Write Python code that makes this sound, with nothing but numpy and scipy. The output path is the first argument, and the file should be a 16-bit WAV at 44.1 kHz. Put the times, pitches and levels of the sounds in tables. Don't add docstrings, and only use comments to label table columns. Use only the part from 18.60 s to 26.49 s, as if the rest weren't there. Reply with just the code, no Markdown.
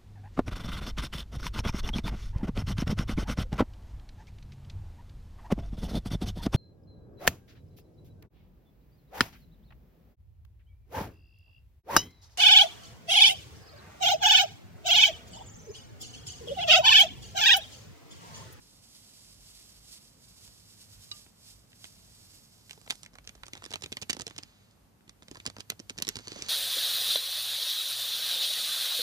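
import sys
import numpy as np
from scipy import signal
from scipy.fft import rfft, irfft, next_fast_len
from scipy.io import wavfile
from scipy.ndimage import uniform_filter1d, map_coordinates

SR = 44100
rng = np.random.default_rng(int(sys.argv[2]) if len(sys.argv) > 2 else 0)


def to_wav(s):
    ch = np.atleast_2d(s).T
    pcm = np.round(np.clip(ch, -1, 1) * 32767)
    wavfile.write(sys.argv[1], SR, pcm.astype(np.int16))


def makeup_ratio(level_db):
    decades = np.asarray(level_db, float) / 20
    return 10 ** decades


N = 347949

STEADY_TOP_HZ = 14560
POUR_ENDS_S = 4.425


def unit(x):
    return x / np.sqrt(np.mean(x ** 2) + 1e-20)


def along(points, hz):
    f, v = np.transpose(points)
    return np.interp(np.log(hz + 1), np.log(f + 1), v)


def curve(rows):
    seconds, values = np.transpose(rows)
    return np.interp(np.arange(N) / SR, seconds, values)


def wobble(rate):
    knots = rng.standard_normal(int(N * rate / SR) + 4)
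    return map_coordinates(knots, [np.arange(N) * rate / SR])


def swells(rows, fall_db=None):
    t = np.arange(0, N / SR + .01, .002)
    power = sum(makeup_ratio(db - (fall_db or own[0]) * np.abs(t - s)) ** 2 for s, db, *own in rows)
    return np.interp(np.arange(N) / SR, t, np.sqrt(power))


def filtered(x, response):
    m = next_fast_len(N + 8192)
    return irfft(rfft(x, m) * response(np.fft.rfftfreq(m, 1 / SR)), m)[..., :N]


def band(x, lo_hz, hi_hz):
    y = signal.sosfilt(signal.butter(2, [lo_hz, hi_hz], "band", fs=SR, output="sos"), x)
    return y / np.abs(y).max(axis=-1, keepdims=True)


def even(x):
    z = rfft(x)
    bumps = np.sqrt(uniform_filter1d(np.abs(z) ** 2, size=50, axis=-1) + 1e-12)
    return irfft(z / bumps, x.shape[-1]) * np.linalg.norm(x, axis=-1, keepdims=True)


def ringing(spectrum, rings):
    def gain(hz):
        lift = sum(db / (1 + (2 * (hz - c) / w) ** 2) for c, w, db in rings)
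        return makeup_ratio(along(spectrum, hz) + lift)
    return gain


def grains(response, spread_db):
    sizes = makeup_ratio(spread_db * rng.standard_normal(N))
    return unit(filtered(rng.standard_normal(N) * sizes, response))


# f/Hz, likeness (0 to 1)
ALIKE = [(60, 0.89), (130, 0.82), (290, 0.38), (640, 0.14), (1400, 0.038)]


def diffuse(spectrum):
    def shape(hz):
        turn = np.arccos(np.clip(along(ALIKE, hz), -1, 1)) / 2
        return makeup_ratio(along(spectrum, hz)) * [np.cos(turn), np.sin(turn)]
    mid, side = filtered(rng.standard_normal((2, N)), shape)
    return unit(np.array([mid + side, mid - side]))


# f/Hz, level/dB per Hz
ROOM_TONE = [(18, -47), (30, -36), (139, -3), (200, -3.5), (247, -6.5), (355, -13.5), (597, -15),
             (1200, -19.5), (1780, -24.5), (6000, -33), (15000, -42)]
# f/Hz, level/dB per Hz
RUMBLE = [(25, -57), (36, -10), (48, 2.5), (62, -3), (80, -35.5)]
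# t/s, level/dB
DEEP_SWELLS = [(.83, -63), (1.14, -62.5), (1.84, -62), (2.37, -62.5), (2.92, -64.5), (3.47, -65),
               (4.7, -61), (5.47, -78), (6.78, -64), (7.48, -61)]
# f/Hz, level/dB per Hz
DRONE = [(55, -26), (75, -8), (105, 0.5), (150, -21), (250, -33.5)]
# t/s, level/dB
DRONE_SWELLS = [(1.8, -69.5), (2.37, -63.5), (3.5, -64.5), (5.3, -60), (7.1, -65), (7.89, -60.5)]


def background():
    deep_db, deep_fall_db_per_s = -74, 71
    drone_db, drone_fall_db_per_s = -73, 17.5
    room_db, leans_db = -65, 0.5
    deep_gain = np.hypot(makeup_ratio(deep_db), swells(DEEP_SWELLS, deep_fall_db_per_s))
    rumble = deep_gain * makeup_ratio(2.5 + 0.58 * wobble(4.3)) * diffuse(RUMBLE)
    drone_gain = np.hypot(makeup_ratio(drone_db), swells(DRONE_SWELLS, drone_fall_db_per_s))
    drone = drone_gain * makeup_ratio(3.0 + 0.7 * wobble(16)) * diffuse(DRONE)
    room = makeup_ratio(room_db) * diffuse(ROOM_TONE)
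    return (room + drone) * makeup_ratio([[-leans_db], [leans_db]]) + rumble


def tapping():
    return np.clip((np.arange(N) / SR - POUR_ENDS_S) / 0.027, 0, 1)


# f/Hz, level/dB per Hz
HISS = [(800, -24.5), (1800, -17), (3300, -7), (5000, -1), (6100, -4.5), (7700, -4.5), (9500, -6.5),
        (12500, -9.5), (14500, -12.5)]
# f/Hz, width/Hz, lift/dB
BOWL_RINGS = [(3040, 240, 1.5), (5200, 430, 1.5), (6750, 250, 2.5), (7930, 550, 4), (10100, 550, 0.5)]
# t/s, level/dB
TRICKLE = [(0, -64.5), (1.0, -59.5), (1.8, -68.5), (2.4, -79), (3.06, -77), (3.3, -62), (3.8, -66.5),
           (4.0, -65.5), (4.4, -64.5)]
# t/s, peak level/dB, fall/dB per s on both sides
SURGES = [(.085, -65, 62), (.254, -61, 78), (.429, -60.5, 36), (.614, -57, 89), (.973, -55.5, 63),
          (1.327, -49, 165), (1.452, -57.5, 126), (1.696, -59.5, 70), (1.856, -56, 65), (1.99, -57.5, 150),
          (2.105, -56, 173), (2.215, -54.5, 183), (2.335, -53.5, 193), (2.439, -53, 218),
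          (2.569, -53.5, 103), (2.88, -55, 108), (3.258, -52.5, 139), (3.567, -59.5, 68),
          (3.741, -57.5, 80), (4.116, -61, 90), (4.31, -54, 198)]


def pouring():
    direct = microphones(grains(ringing(HISS, BOWL_RINGS), spread_db=2.5))
    stream = direct + makeup_ratio(-5.5) * diffuse(HISS)
    flow = np.hypot(makeup_ratio(curve(TRICKLE)), swells(SURGES))
    uneven = makeup_ratio(2.5 + 1.06 * wobble(14) + 1.0 * wobble(45) + 0.81 * wobble(160))
    return (1 - tapping()) * flow * uneven * stream


# t/s, peak level/dB, panel f/Hz, thump level/dB, body level/dB
REGRIP = [(1.877, -44.5, 7710, -24, -13), (2.5138, -31.5, 4030, -27, -21), (2.6637, -53, 2300, -5.5, -0.5),
          (3.118, -49, 3050, -28, -25), (3.1303, -48, 1960, -26, -27), (3.242, -31.5, 3220, -25, -12),
          (3.253, -41, 2540, -18.5, -15), (4.0954, -39.5, 2530, -26, -16), (4.109, -29.5, 2270, -30, -20),
          (4.131, -39, 5370, -29, -11), (4.2142, -44.5, 7660, -16, -13), (4.2632, -47.5, 6690, -9.5, -1.5),
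          (4.3224, -33.5, 4840, -20, -7), (4.3545, -41, 8350, -25, -21), (4.4319, -35, 8500, -22, -12.5),
          (4.4405, -44, 5740, -23, -9), (4.4614, -35.5, 2420, -27, -15)]
NEIGHBOURS = [(4.3063, -15.5, 3600, -32.5, -20), (4.1762, -53, 2000, 0, -1), (4.2975, -34, 3130, -33, -9),
              (4.301, -23.5, 2440, -22.5, -21), (4.3122, -25, 2750, -26, -15),
              (4.4496, -42, 5760, -25, -23.5), (5.0217, -40.5, 2700, -15, 1.5),
              (5.4219, -31, 6200, -13, -16), (5.4298, -29, 2550, -20, -22), (5.4994, -15, 2810, -39, -26),
              (5.7085, -39, 1990, -13, -3), (7.098, -41, 4500, -10, 3), (7.4696, -29, 5200, -18, -12),
              (7.4788, -26, 5600, -14, -13), (7.4804, -31.5, 5600, -14.5, -11),
              (7.6056, -45, 6500, -8, -12), (7.7299, -42, 6350, -10, -26)]
FURTHER_SNAPS = [(3.4459, -52, 5040, -22, -20), (3.7353, -49, 5500, -20, -17), (4.276, -46.5, 2010, -7, 4),
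                 (4.3493, -50, 3000, -13, -8), (4.6498, -47, 4000, -18, -15), (4.7778, -58.5, 1800, -14, 4),
                 (4.9645, -51, 1900, -10, 5), (5.1119, -39, 4500, -15, -15), (5.1395, -27.5, 3100, -16, -12),
                 (5.5038, -25, 4440, -28, -29), (5.5318, -26, 6370, -26, -24), (6.11, -51.5, 5000, -20, -20),
                 (7.3591, -59, 2000, -3, 3.5), (7.3708, -50, 4500, -8, -3), (7.4127, -52, 1800, 0, 8),
                 (7.4255, -27, 4000, -20, -32), (7.5196, -56, 2500, -6, 3), (7.7568, -50, 2000, -2, 9),
                 (5.426, -31.5, 4500, -18, -18), (6.7745, -48, 5000, -14, -11)]
LIGHT_TAPS = [(4.5337, -50, 5330, -5, -3), (4.554, -39.5, 4400, -20, -3.5), (4.5848, -39.5, 2280, -22, -3),
              (4.643, -47, 3100, -13, -22), (4.6745, -30.5, 5430, -23.5, -34),
              (4.6922, -31.5, 2930, -23.5, -27), (4.7518, -45.5, 5600, -12, -9),
              (4.8339, -31, 1760, -30, -6.5), (4.857, -42, 5550, -20, -20), (4.8658, -36, 5770, -19, -23),
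              (4.8818, -38, 8700, -16.5, -3), (4.9338, -27.5, 2950, -19, -26),
              (4.9524, -36.5, 3840, -16, -4), (4.9761, -37, 3830, -22, -11), (5.0399, -29, 4860, -24, -13),
              (5.0525, -31.5, 5140, -24, -24), (5.0612, -31.5, 2800, -19, -15),
              (5.1063, -34, 5760, -14, -20), (5.1155, -32.5, 5100, -18, -6),
              (5.1262, -31.5, 4600, -23, -13), (5.1366, -23.5, 2980, -17.5, -11.5),
              (5.1427, -37, 3220, -24, -13), (5.157, -26, 3130, -19.5, -4)]
TICKS = [(4.5398, -48, 5000, -11, -14), (4.755, -49, 5500, -15, -15), (4.8603, -47, 5730, -14, -20),
         (4.9698, -37, 3800, -19, -9), (5.0346, -42, 4680, -12, -20), (5.1694, -51, 7300, -18, -16),
         (5.2095, -45, 7500, -20, -13), (5.2346, -33.5, 4900, -18, -17), (5.2416, -31, 3140, -15, -24),
         (5.5016, -22, 4670, -33, -30), (5.5919, -35, 6300, -18, -9), (5.6135, -34, 7960, -18, -18),
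         (5.699, -43, 6500, -18, -18), (5.7832, -34, 5000, -16, -21), (5.8289, -41.5, 4870, -17, -15),
         (6.4076, -63, 1930, 0, -5), (6.6303, -44, 3850, -18, -20), (6.7472, -39.5, 4900, -17, -10),
         (6.8704, -32, 3700, -22, -20), (7.0007, -40, 3730, -16, -16), (7.3883, -36, 4100, -13, -16),
         (7.4846, -41, 5200, -20, -17), (7.4944, -37, 4340, -11, -16), (7.7446, -44, 4540, -16, -14),
         (7.7894, -36.5, 4740, -11, -19), (7.8344, -39, 4550, -15, -16)]
HARD_TAPS = [(5.2218, -27, 5250, -26, -14), (5.238, -25, 3000, -17.5, -14.5), (5.2603, -30, 3020, -15, -27),
             (5.3198, -29, 5850, -10, -19), (5.3256, -24, 3150, -24, -25), (5.3693, -21, 2930, -23, -14),
             (5.4162, -28, 6100, -22, -23), (5.4241, -29, 3070, -25, -25),
             (5.4960, -19.5, 6000, -14.5, -11.5), (5.5056, -17, 4800, -29, -27),
             (5.5299, -20.5, 4700, -27, -19.5), (5.5476, -38, 5030, -8, -13), (5.567, -30.5, 3920, -12, -9),
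             (5.5968, -29, 6240, -12, -9), (5.6085, -30, 6300, -16, -17), (5.6182, -26.5, 8530, -21, -14),
             (5.667, -26, 5200, -17, -21), (5.6784, -30.5, 5100, -24, -15),
             (5.763, -39.5, 5050, -13.5, -15), (5.7805, -29.5, 6800, -28, -22),
             (5.7857, -26.5, 3000, -21, -20.5), (5.8335, -34, 5000, -20, -19)]
LAST_TAPS = [(6.4781, -48.5, 2040, -6, -25), (6.4939, -34, 4740, -21, -33), (6.6227, -45, 3680, -7.5, -4),
             (6.6827, -36, 3900, -13.5, -24), (6.7129, -30.5, 4950, -9.5, -22), (6.7551, -40, 4860, -23, 3),
             (6.7697, -39.5, 4600, -13, -3), (6.8005, -35.5, 2230, -24, -25),
             (6.8537, -33.5, 4700, -18, -6.5), (6.8634, -17.5, 4900, -28, -20),
             (6.875, -26.5, 5140, -13.5, -12), (6.8996, -33.5, 3630, -19, -10),
             (6.9656, -42.5, 4900, -11, 4.5), (6.9837, -39, 5170, -7, -4), (6.996, -43.5, 5400, -5.5, -11),
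             (7.005, -26.5, 3960, -31, -17), (7.1192, -37, 2990, -8, -1), (7.1935, -39, 5800, -11, -10),
             (7.1992, -33, 5560, -9, -25), (7.2964, -23.5, 4700, -28, -19), (7.3035, -31, 4500, -14.5, -14)]
SEAM_POPS = [
    (7.1012, -17, 5030, -27, -21),
    (7.4225, -15.5, 4270, -27, -20),
    (7.4887, -16.5, 6000, -27, -24),
    (7.8854, -28, 5200, -19, -33),
]
PINCH = [(7.3785, -32, 4740, -16, -27), (7.3855, -25.5, 5300, -21, -17), (7.4003, -33.5, 4780, -10, -13),
         (7.4318, -39, 4100, -19, -25), (7.4496, -31, 4120, -25, -22), (7.5562, -26.5, 4740, -18.5, -22),
         (7.5675, -24.5, 4580, -13.5, -14.5), (7.588, -33, 5450, -18, -13), (7.5947, -44, 4700, -1, 0.5),
         (7.672, -33.5, 4600, -11, -4.5), (7.6809, -27, 4600, -23, -26), (7.7185, -30.5, 4480, -9.5, -22),
         (7.7605, -38, 4500, -4, -13), (7.8116, -37, 2500, -11, -9), (7.8218, -22.5, 5700, -22, -33),
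         (7.8472, -43, 4730, -11, -22), (7.863, -35, 6390, -15, -29)]


def creases():
    gestures = [
        (REGRIP, -11), (LIGHT_TAPS, -16.5), (HARD_TAPS, -17.5), (LAST_TAPS, -22), (PINCH, -24.5),
        (SEAM_POPS, -2), (NEIGHBOURS, -16), (TICKS, -24), (FURTHER_SNAPS, -28)]
    brighter_per_octave_db, brighter_per_db = 4.5, 0.34
    events = []
    for snaps, gesture_db in gestures:
        for snap in snaps:
            pitch_db = brighter_per_octave_db * np.log2(snap[2] / 4000)
            hardness_db = brighter_per_db * (snap[1] + 27)
            events.append((*snap, gesture_db + pitch_db + hardness_db))
    return events


def foil(events):
    s, db, panel_hz, thump_db, body_db, bright_db = np.transpose(events)[:, :, None]
    lead_s, tearing_s = .008, 0.0015
    partner_ratio, partner_db, flip_db = 1.3, -4.5, 3.5
    t = np.arange(SR // 12) / SR - lead_s
    after = np.clip(t, 0, None)
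    flipped = t > 0
    chance = rng.standard_normal((len(events), 6, len(t)))
    uneven = makeup_ratio(1.2 * rng.standard_normal((len(events), 6, 1)))

    def fade(k, t60, hold=0):
        decay = makeup_ratio(-60 * np.clip(t - hold, 0, None) / (t60 * uneven[:, k]))
        return chance[:, k] * decay * (1 - np.exp(-after / 0.00016))

    partner_hz = panel_hz * partner_ratio ** np.sign(5000 - panel_hz) * uneven[:, 2] ** 0.18
    notes = np.sin(2 * np.pi * panel_hz * t) + makeup_ratio(partner_db) * np.sin(2 * np.pi * partner_hz * t)
    flutter = 1 + 0.69 * band(chance[:, 0], 106, 980) / 0.32
    panel_decay = makeup_ratio(-60 * after / (0.0082 * uneven[:, 0])) * (1 - np.exp(-after / 0.0003))
    panel = flutter * panel_decay * notes

    creak = chance[:, 1] * makeup_ratio(1700 * t) * (t < 0) * (1 - (t / lead_s) ** 2)
    tearing = even(fade(1, 0.0064, tearing_s)) * flipped + makeup_ratio(-17) * creak
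    settling = fade(2, 0.1) * makeup_ratio(7.0 * chance[:, 0])
    octaves = np.log2(panel_hz / 4000)
    dull = band(band(tearing, 2200, 4560), 900, 5900)
    keen = band(band(tearing, 2660, 8500), 2000, 9370)
    crackle = band(band(settling, 1460, 7350), 930, 8200)
    crack = makeup_ratio(-7 - 6.0 * octaves) * dull + makeup_ratio(-4 + 3.0 * octaves) * keen + makeup_ratio(-17.5) * crackle

    sparkle = band(even(fade(3, 0.0053)) * flipped, 8300, 13800)
    flip = band(band(even(fade(1, 0.0015)) * flipped, 1750, 8750), 860, 9500)
    sound = makeup_ratio(-3) * panel + makeup_ratio(-1.0) * crack + makeup_ratio(bright_db - 4.5) * sparkle
    sound += makeup_ratio(flip_db + 0.18 * bright_db) * flip

    body = band(even(fade(4, .016)) * flipped, 480, 1700)
    thump = band(fade(5, .03), 70, 400)
    low = makeup_ratio(body_db) * body + makeup_ratio(thump_db + 4.0) * thump

    at = np.round((s - lead_s + .0002) * SR).astype(int) + np.arange(len(t))
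    place = rng.standard_normal((len(events), 2))
    shift = np.round(.9 * place[:, :1]).astype(int)
    aside_db = 3.2 * place[:, 1:] - 0.15 * (bright_db + 25.5)

    def lay(where, x):
        return np.bincount(where.ravel(), (makeup_ratio(db + 1.5) * x).ravel(), N + SR)[:N]

    left = lay(at + shift, makeup_ratio(aside_db) * sound + makeup_ratio(-3.0) * low)
    return np.array([left, lay(at, sound + low)])


# t/s, level/dB
TRAY_KNOCK = (2.514, -41)
TRAY = [
    (1197, -11, 0.22),
    (2900, 5, 0.074),
    (3920, 17, 0.033),
    (4730, 10.5, 0.047),
    (6000, 3, 0.034),
]


def tray():
    knock_s, knock_db = TRAY_KNOCK
    t = np.clip(np.arange(N) / SR - knock_s, 0, None)
    ring = np.zeros(N)
    for hz, db, t60 in TRAY:
        shake = 2.0 * (hz / 5000) ** 2 * wobble(350)
        ring += makeup_ratio(knock_db + db - 60 * t / t60) * np.sin(2 * np.pi * hz * t + shake)
    return (1 - np.exp(-t / 0.0014)) * ring


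# f/Hz, level/dB per Hz
SHEET = [(500, -9), (2300, -3.5), (3700, -2.5), (4700, -3), (5700, -8.5), (6600, -5), (7600, -12),
         (10000, -18), (14500, -42)]
# f/Hz, width/Hz, lift/dB
SLACK_RINGS = [(2980, 250, 1), (4260, 500, 2), (4900, 200, 3), (6480, 320, 6), (7600, 250, 5)]
# f/Hz, width/Hz, lift/dB
TAUT_RINGS = [(3000, 250, 3), (4600, 510, 7), (5800, 270, 6), (6300, 380, 11), (7550, 300, 8)]
# t/s, level/dB
SLIDE_LEVEL = [(4.42, -84.5), (4.55, -92), (4.9, -84), (5.1, -75.5), (5.4, -87), (5.78, -75), (6.12, -85.5),
               (6.25, -98), (6.5, -110),
               (6.7, -84), (6.85, -80), (7.16, -91), (7.38, -85), (7.52, -69), (7.62, -73), (7.7, -63.5),
           (7.89, -59.5)]


def sliding():
    taut_from_s = 6.6
    slack = grains(ringing(SHEET, SLACK_RINGS), spread_db=4.0)
    taut = grains(ringing(SHEET, TAUT_RINGS), spread_db=4.0)
    sheet = np.where(np.arange(N) / SR < taut_from_s, slack, taut)
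    slide = microphones(sheet) + makeup_ratio(-8.5) * diffuse(SHEET)
    return tapping() * makeup_ratio(curve(SLIDE_LEVEL) + 14.0 + 1.07 * wobble(60)) * slide


WALLS = [(200, 0.075), (2000, 0.056), (6000, .04), (11000, 0.02)]


def walls(x):
    size = 4096
    blocks = np.pad(x, (0, -N % size)).reshape(-1, size)
    hz, t, z = signal.stft(rng.standard_normal((2, len(blocks), size)), SR, nperseg=256)
    dying = z * makeup_ratio(-60 * t / along(WALLS, hz)[:, None])
    tails = signal.istft(dying, SR, nperseg=256)[1][..., :size]
    tails = tails / np.linalg.norm(tails, axis=-1, keepdims=True)
    wet = signal.fftconvolve(blocks[None], tails, axes=-1)
    own = wet[..., :size].reshape(2, -1)
    spill = np.pad(wet[..., size:], ((0, 0), (1, 0), (0, 1))).reshape(2, -1)
    return own[:, :N] + spill[:, :N]


# t/s, delay/ms
LAG = [(0, .11), (3.8, .13), (4.2, .17), (7.89, 0.19)]
# f/Hz, level/dB
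SHADE = [(100, -2.5), (2400, -1), (4200, -2), (5500, -7), (8100, -14), (11000, -9), (15000, -5)]


def microphones(x):
    left, right = np.broadcast_to(x, (2, N))
    late = map_coordinates(left, [np.arange(N) - curve(LAG) * SR / 1000])
    return np.array([filtered(late, lambda hz: makeup_ratio(along(SHADE, hz))), right])


def scene():
    steady = background() + pouring() + sliding()
    clicks = foil(creases()) + tray()
    near = microphones(clicks + makeup_ratio(-11.5) * walls(clicks[1]))
    steady = filtered(steady, lambda hz: hz < STEADY_TOP_HZ)
    return steady + filtered(near, lambda hz: makeup_ratio(-18 * (hz > STEADY_TOP_HZ)))


def roll_off(x):
    return signal.sosfilt(signal.butter(12, 15840, fs=SR, output="sos"), x)


def record(dry):
    return roll_off(dry)


dry = scene()
out = record(dry)
to_wav(out)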